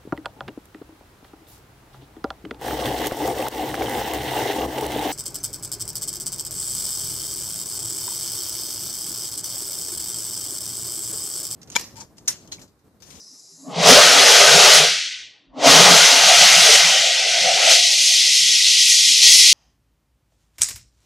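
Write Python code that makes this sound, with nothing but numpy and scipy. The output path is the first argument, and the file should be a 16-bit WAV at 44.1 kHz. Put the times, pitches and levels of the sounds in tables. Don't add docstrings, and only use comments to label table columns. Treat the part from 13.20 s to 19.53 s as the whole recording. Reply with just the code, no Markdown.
import sys
import numpy as np
from scipy import signal
from scipy.fft import rfft, irfft, next_fast_len
from scipy.io import wavfile
from scipy.ndimage import uniform_filter1d

SR = 44100
rng = np.random.default_rng(int(sys.argv[2]) if len(sys.argv) > 2 else 0)


def how_loud(loudness_db):
    steps = np.asarray(loudness_db, float) / 20
    return 10 ** steps


def generate_wav(signal):
    frames = np.transpose(np.atleast_2d(signal))
    scaled = np.clip(frames, -1, 1) * 32767
    pcm = np.round(scaled).astype(np.int16)
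    wavfile.write(sys.argv[1], SR, pcm)


N = 279153
TICK = 64
SHUT_DB = -140.0
TRIM_S = 4.53
DIP_START_S, DIP_END_S = 3.6, 3.87
FLARE_FALL_DB_PER_S = 196

# (time [s], extra jet side level [dB], extra flame side level [dB])
WIDTH_DB = [
    (0, -2, 1),
    (3.4, -2.5, 0.5),
    (4.55, 0, 1.5),
    (4.75, -0.5, -2),
    (6.33, 1, -8),
]
# (time [s], level [dB])
FLAME_DB = [(0.4, -71), (0.48, -41.5), (0.58, -26.5), (0.69, -12.5), (0.9, -20.5), (1.47, -19),
            (1.63, -23.5), (1.92, -77), (2.28, -84), (2.38, -35), (2.46, -15), (2.7, -15), (2.9, -23.5),
            (4.1, -28), (4.53, -23), (4.62, -35), (5.1, -52.5), (6.33, -58.5)]


def ticks():
    return np.arange(N // TICK + 2) * TICK / SR


def per_sample(control):
    return np.interp(np.arange(N) / SR, ticks(), control)


def ramp(start_s, end_s):
    return np.clip((ticks() - start_s) / (end_s - start_s), 0, 1)


def in_time(tables):
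    t = ticks()
    out = SHUT_DB
    for rows in tables:
        s, *columns = np.transpose(rows)
        outside_s = np.maximum(np.maximum(s[0] - t, t - s[-1]), 0)
        curves = np.array([np.interp(t, s, column) for column in columns])
        out = np.maximum(out, curves - 4000 * outside_s)
    return out


def bursts(rows, fall_db_per_s):
    s, peak_db = np.transpose(rows)[:, :, None]
    return np.max(peak_db - fall_db_per_s * abs(ticks() - s), axis=0)


def drift(rate_per_s):
    settle = 1000
    pole = np.exp(-2 * TICK * np.pi * rate_per_s / SR)
    noise = rng.standard_normal(N // TICK + 2 + settle)
    slow = signal.lfilter([1], [1, -2 * pole, pole * pole], noise)[settle:]
    return slow / slow.std()


def at_hz(points, hz):
    point_hz, point_db = np.transpose(points)
    return np.interp(np.log(hz), np.log(point_hz), point_db)


def workshop(size, shop_db):
    t60_s, gap_s = 0.16, 0.002
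    t = np.arange(SR // 2) / SR
    tail = rng.standard_normal(len(t)) * how_loud(-60 * t / t60_s) * (t > gap_s)
    tail /= np.sqrt(np.sum(tail ** 2))
    return 1 + how_loud(shop_db) * rfft(tail, size)


def to_stereo(mid, side):
    left_db = 0.93
    return np.array([mid + side, mid - side]) * how_loud([[left_db / 2], [-left_db / 2]])


def turbulence(levels_db, colour, ranges_hz, edges_hz, shared_db, own_db, flicker_per_s, shop_db=-6, width_db=0):
    # (frequency [Hz], side over mid [dB])
    side_over_mid = [(60, -6), (95, -6.5), (150, -12.5), (240, -11.5), (380, -11.5), (600, -15.5),
                     (950, -11), (1500, -13), (2380, -11), (3770, -17.5), (5980, -20.5), (9470, -5),
                     (15000, -7)]
    faint_db, faint_span_db, faint_flicker = -48, 15, 1.55
    size = next_fast_len(N)
    hz = np.maximum(np.arange(size // 2 + 1) * SR / size, 1)
    noise = rfft(rng.standard_normal((2, size)))
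    mid, side = noise * how_loud(at_hz(colour, hz)) * workshop(size, shop_db)
    both = np.array([mid, side * how_loud(at_hz(side_over_mid, hz))])

    range_power = [2 * np.sum(abs(mid[(hz >= low) & (hz < high)]) ** 2) / size ** 2
                   for low, high in ranges_hz]
    gains_db = levels_db - 10 * np.log10(range_power)[:, None]
    centres = np.log(np.prod(ranges_hz, axis=1)) / 2
    order = np.argsort(centres)
    rank = np.arange(len(order))

    out = np.zeros((2, N))
    gust = drift(flicker_per_s)
    for low, high in zip(edges_hz, edges_hz[1:]):
        place = np.interp(np.log(low * high) / 2, centres[order], rank)
        share = np.clip(1 - abs(place - rank), 0, 1)
        faintness = np.clip((faint_db - share @ levels_db[order]) / faint_span_db, 0, 1)
        chop = 1 + faint_flicker * faintness
        flicker_db = shared_db * gust + chop * own_db * drift(flicker_per_s)
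        gain = how_loud(share @ gains_db[order] + flicker_db)
        in_band = (hz >= low) & (hz < high)
        out += per_sample(gain) * irfft(both * in_band, size)[:, :N]
    width = how_loud(np.zeros(len(gust)) + width_db)
    return to_stereo(out[0], out[1] * per_sample(width))


def gas_db():
    # (time [s], level [dB])
    valve = [(0.46, -68), (0.546, -34.5), (0.692, -8), (0.94, -11), (1.55, -9.5), (2.0, -34), (2.33, -71),
             (2.4, -33.5), (2.47, -10.5), (2.78, -10), (2.95, -12.5), (3.3, -10), (3.55, -11),
             (3.97, -18.5), (4.4, -17), (4.65, -14), (5.95, -13), (6.33, -13.5)]
    # (time [s], peak level [dB])
    surges = [
        (4.53, -11),
        (4.97, -12.5),
        (5.7, -12.5),
        (6.19, -8.5),
    ]
    flow = in_time([valve])[0] + 4.0 * nudged_open()
    before_trim = 1 - ramp(TRIM_S - .3, TRIM_S - .2)
    return np.maximum(flow, bursts(surges, fall_db_per_s=40.5) + SHUT_DB * before_trim)


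def nudged_open():
    return ramp(6.01, 6.03)


def narrowed():
    return ramp(2.57, 3.34)


def with_gas(full_db, loss, narrowed_db=0, trimmed_db=0):
    rising_db_per_s, rising_ease = 60, 0.79
    fade_bend = 0.0091
    settle_s, creep_per_s = 0.05, 0.2
    over_db = gas_db() + 11
    rising = np.gradient(over_db, ticks()) > rising_db_per_s
    bend = np.where(rising, rising_ease - 1, -fade_bend * np.clip(over_db + 10, -70, 0))
    loss = loss + max(loss - 1, 0) * bend
    since_s = np.maximum(ticks() - TRIM_S, 0)
    trimmed = 0.84 * (1 - np.exp(-since_s / settle_s)) + creep_per_s * since_s
    below_db = uniform_filter1d(loss * np.clip(over_db, -70, 0), size=21)
    return full_db + np.maximum(over_db, 0) + below_db + narrowed_db * narrowed() + trimmed_db * trimmed


def at_rest(laws, faintest_db):
    fill_db = 4.5 * nudged_open()
    return np.maximum([with_gas(*law) + fill_db for law in laws], np.array(faintest_db)[:, None])


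def workshop_floor():
    # (time [s], level [dB])
    floor_level = [
        (0, -70.5),
        (4.5, -67),
        (6.33, -71.5),
    ]
    # (frequency [Hz], density [dB per Hz])
    floor_colour = [(71, -50), (120, -13), (323, -5), (362, -14.5), (1730, -22.5), (1880, -15), (2440, -41),
                    (4140, -120)]
    return turbulence(in_time([floor_level]), floor_colour, [(120, 1900)], [120, 1880],
                      shared_db=2.0, own_db=1.0, flicker_per_s=5, shop_db=-17.5)


def leak():
    # (start level [dB], drift [dB/s])
    leak_drift = [
        (-45, -26),
        (-61.5, 0),
        (-58.5, 15),
        (-60, 5),
    ]
    # (frequency [Hz], density [dB per Hz])
    leak_colour = [(1110, -59), (1880, -24.5), (3360, -29), (4000, -7), (4610, -11.5), (4870, -1),
                   (5780, -5), (6460, -3.5), (7800, -4.5), (8300, -14), (9270, -12), (11500, -12.5),
                   (12300, -28), (16000, -56), (22000, -120)]
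    # (low [Hz], high [Hz])
    leak_ranges = [(4800, 6200), (3800, 4800), (6200, 7700), (7700, 12300)]
    leak_edges = [1880, 3800, 4800, 6200, 7700, 12300]
    end_s = 0.53
    rows = [(s, *[db + rate * s for db, rate in leak_drift]) for s in (0, end_s)]
    return turbulence(in_time([rows]), leak_colour, leak_ranges, leak_edges,
                      shared_db=0.1, own_db=0.54, flicker_per_s=11)


def puffs():
    # (time [s], peak level [dB], frequency [Hz], length [s])
    puff_events = [(0.08, -64, 1060, 0.035), (0.133, -51, 256, 0.023), (0.32, -56, 389, 0.06),
                   (0.347, -54, 161, 0.044), (2.034, -63, 54, 0.06), (2.31, -50, 43, 0.047),
                   (3.926, -50.5, 174, 0.048), (3.99, -54, 75, 0.074), (4.129, -50, 114, 0.06),
                   (4.249, -43, 169, 0.04), (4.45, -45, 269, 0.069), (4.72, -41.5, 838, 0.057),
                   (4.936, -41, 632, 0.027), (5.083, -40, 567, 0.018), (5.23, -48, 171, 0.032),
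                   (5.434, -65, 657, 0.064), (5.441, -55, 1060, 0.04), (5.587, -50, 533, 0.047),
                   (5.703, -48, 313, 0.042), (5.744, -45, 618, 0.033), (5.897, -50, 195, 0.037)]
    t, out = np.arange(N) / SR, np.zeros(N)
    waver_s = np.cumsum(1 + .025 * per_sample(drift(30))) / SR
    phases = rng.random(len(puff_events))
    for (s, level_db, hz, length_s), phase in zip(puff_events, phases):
        start = max(int((s - 2 * length_s) * SR), 0)
        near = slice(start, int((s + 2 * length_s) * SR))
        swell = np.exp(-2.8 * ((t[near] - s) / length_s) ** 2)
        tone = np.sin(2 * np.pi * (hz * waver_s[near] + phase))
        out[near] += how_loud(level_db + 2.0) * swell * tone
    return to_stereo(out / 2, 0) * how_loud([[-0.465], [0.465]]) * 1.0


def roar():
    # (time [s], peak level [dB])
    flares = [(0.74, -17), (1.35, -16.5), (3.02, -16.5), (3.11, -13.5), (3.23, -15), (3.36, -17.5),
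              (3.48, -21.5), (3.62, -21), (3.75, -20), (3.85, -20), (4.18, -18.5), (4.29, -14),
              (4.48, -10.5), (6.054, -48.5)]
    # (time [s], peak level [dB])
    low_flares = [(1.14, -24), (1.62, -26.5), (3.5, -26.5), (4.07, -42), (4.39, -35), (4.52, -41)]
    # (time [s], peak level [dB])
    high_flares = [(0.68, -20), (1.49, -21), (2.96, -27.5), (3.24, -29.5), (3.46, -31), (3.69, -35),
                   (4.41, -40), (4.5, -44)]
    # (full-flow level [dB], loss [dB/dB], narrowed [dB], trimmed [dB])
    top_laws = [(-23, 1.84, -4.5, -28), (-23.5, 1.15, -5, -17)]
    # (full-flow level [dB], loss [dB/dB])
    roar_rest = [(-63.5, 0.65), (-61.5, 0.7), (-68.5, 0.6), (-64, 0.8), (-63, 0.75)]
    roar_faintest = [-77, -78, -83, -86, -89]
    # (frequency [Hz], density [dB per Hz])
    roar_colour = [(220, -39), (375, -14), (404, -8), (501, -3.5), (601, 1), (793, 0), (860, -2.5),
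                   (997, -5), (1440, -4), (1690, -8.5), (1880, -4.5), (2440, -35), (4140, -120)]
    # (low [Hz], high [Hz])
    roar_ranges = [(500, 900), (375, 500), (940, 1150), (1250, 1500), (1500, 1880)]
    roar_edges = [375, 500, 640, 780, 940, 1150, 1290, 1450, 1650, 1880]
    body_db = in_time([FLAME_DB])[0]
    dip = ramp(DIP_START_S, DIP_END_S)
    skirt_db = body_db - 7.5 - 13 * narrowed() - 5 * dip
    above_db = body_db - 10.5 - 17.5 * dip
    loose_db = [np.maximum(body_db, bursts(flares, FLARE_FALL_DB_PER_S)),
                np.maximum(skirt_db, bursts(low_flares, FLARE_FALL_DB_PER_S)),
                np.maximum(above_db, bursts(high_flares, FLARE_FALL_DB_PER_S))]
    loose_db += [np.maximum(with_gas(*law), body_db - 21.5) for law in top_laws]
    levels_db = np.maximum(loose_db, at_rest(roar_rest, roar_faintest))
    return turbulence(levels_db, roar_colour, roar_ranges, roar_edges, shared_db=0.37, own_db=1.53,
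                      flicker_per_s=15, shop_db=-9, width_db=in_time([WIDTH_DB])[1])


def flutter():
    # (time [s], peak level [dB])
    flap_events = [(0.6, -29), (0.7, -19.5), (0.84, -38), (1.2, -39.5), (1.36, -26), (1.6, -35),
                   (2.5, -31.5), (2.61, -20), (2.72, -23), (3.07, -37), (3.23, -33), (3.39, -34),
                   (3.55, -45.5), (3.65, -41.5), (3.8, -48), (4.25, -40), (5.226, -48), (5.91, -51)]
    # (time [s], peak level [dB])
    hum_events = [(0.49, -33.5), (0.72, -20), (0.96, -25), (1.36, -43.5), (1.54, -49.5), (2.4, -32),
                  (2.48, -20), (2.56, -27), (2.72, -29.5), (0.86, -37.5), (2.95, -36.5), (3.14, -45),
                  (3.24, -52), (4.19, -49), (4.47, -51), (5.91, -52)]
    under_roar = [-25, -33, -25, -37]
    # (full-flow level [dB], loss [dB/dB])
    flutter_rest = [(-66.5, 0.5), (-64.5, 0.5), (-65.5, 0.72), (-82, 0.05)]
    flutter_faintest = [-76, -84, -77, -79]
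    # (frequency [Hz], density [dB per Hz])
    flutter_colour = [(26, -53), (45, -24), (81, -25), (102, -21), (136, 0), (156, 8), (200, -0.5),
                      (236, -11.5), (258, -0.5), (275, -0.5), (306, -6.5), (349, -8), (375, -3), (490, -33),
                      (830, -120)]
    # (low [Hz], high [Hz])
    flutter_ranges = [(120, 235), (235, 305), (305, 375), (45, 120)]
    flutter_edges = [45, 120, 235, 305, 375]
    flaps_db = bursts(flap_events, fall_db_per_s=169)
    hums_db = bursts(hum_events, fall_db_per_s=230)
    sudden_db = [flaps_db, hums_db, flaps_db - 16.5, flaps_db - 24]
    steady_db = in_time([FLAME_DB])[0] + np.array(under_roar)[:, None] - 11 * narrowed()
    levels_db = np.max([sudden_db, steady_db, at_rest(flutter_rest, flutter_faintest)], axis=0)
    return turbulence(levels_db, flutter_colour, flutter_ranges, flutter_edges, shared_db=-0.5, own_db=0.98,
                      flicker_per_s=5.4, width_db=in_time([WIDTH_DB])[1] - 1)


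def jet():
    # (full-flow level [dB], loss [dB/dB], narrowed [dB], trimmed [dB])
    jet_laws = [(-21, 1.0, 0, -6.5), (-25, 1.37, 0, -0.5), (-28, 2, -1.5, 1)]
    # (time [s], extra level above 7 kHz [dB])
    sharper = [(0.7, 1.6), (1.55, 1.7), (3.54, 2.5), (4.52, 1.8), (4.87, 3.4), (5.17, 2.7), (5.72, 4.7),
               (5.88, 3), (6.165, 3.57)]
    # (frequency [Hz], density [dB per Hz])
    jet_colour = [(1110, -32), (1880, -1), (1970, -0.5), (2590, -1.5), (2990, 1), (3310, -1), (4940, -3),
                  (6360, -4.5), (7560, -12), (10000, -18.5), (12300, -26.5), (16000, -52), (22000, -120)]
    # (low [Hz], high [Hz])
    jet_ranges = [(2400, 6500), (1880, 2400), (7700, 9600), (9600, 12250)]
    jet_edges = [1880, 2400, 3150, 3800, 4800, 6200, 7700, 8600, 9600, 12250]
    core_db = gas_db()
    shut_db = np.minimum(core_db + 80, 0)
    levels_db = np.array([core_db] + [with_gas(*law) + shut_db for law in jet_laws])
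    levels_db[2:] += np.maximum(bursts(sharper, fall_db_per_s=34.5), 0)
    return turbulence(levels_db, jet_colour, jet_ranges, jet_edges, shared_db=0.5, own_db=-0.5,
                      flicker_per_s=10.7, width_db=in_time([WIDTH_DB])[0])


def air():
    # (opens [s], shuts [s], level against usual [dB])
    air_open = [(0.62, 1.689, -1), (2.39, 3.87, -0.5), (4.335, 4.355, -9), (4.5, 4.98, -1),
                (5.08, 5.283, 1), (5.407, 5.435, -6), (5.475, 5.505, -5), (5.61, 5.72, -2),
                (5.821, 5.922, 0), (6.004, 6.33, -6)]
    # (frequency [Hz], density [dB per Hz])
    air_colour = [(7240, -33), (12300, 1), (15700, -17)]
    gate_db = in_time([[(opens, db), (shuts, db)] for opens, shuts, db in air_open])
    levels_db = with_gas(full_db=-39, loss=2.5, narrowed_db=-2, trimmed_db=-8) + gate_db
    return turbulence(levels_db, air_colour, [(12700, 22000)], [12250, 14000, 15800],
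                      shared_db=0.5, own_db=2.0, flicker_per_s=12)


def scene():
    return workshop_floor() + leak() + puffs() + roar() + flutter() + jet() + air()


def band_limit(x):
    return signal.sosfilt(signal.butter(12, 15810, fs=SR, output="sos"), x)


def record(dry):
    overload = 0.97
    return band_limit(np.clip(dry, -overload, overload))


dry = scene()
out = record(dry)
generate_wav(out)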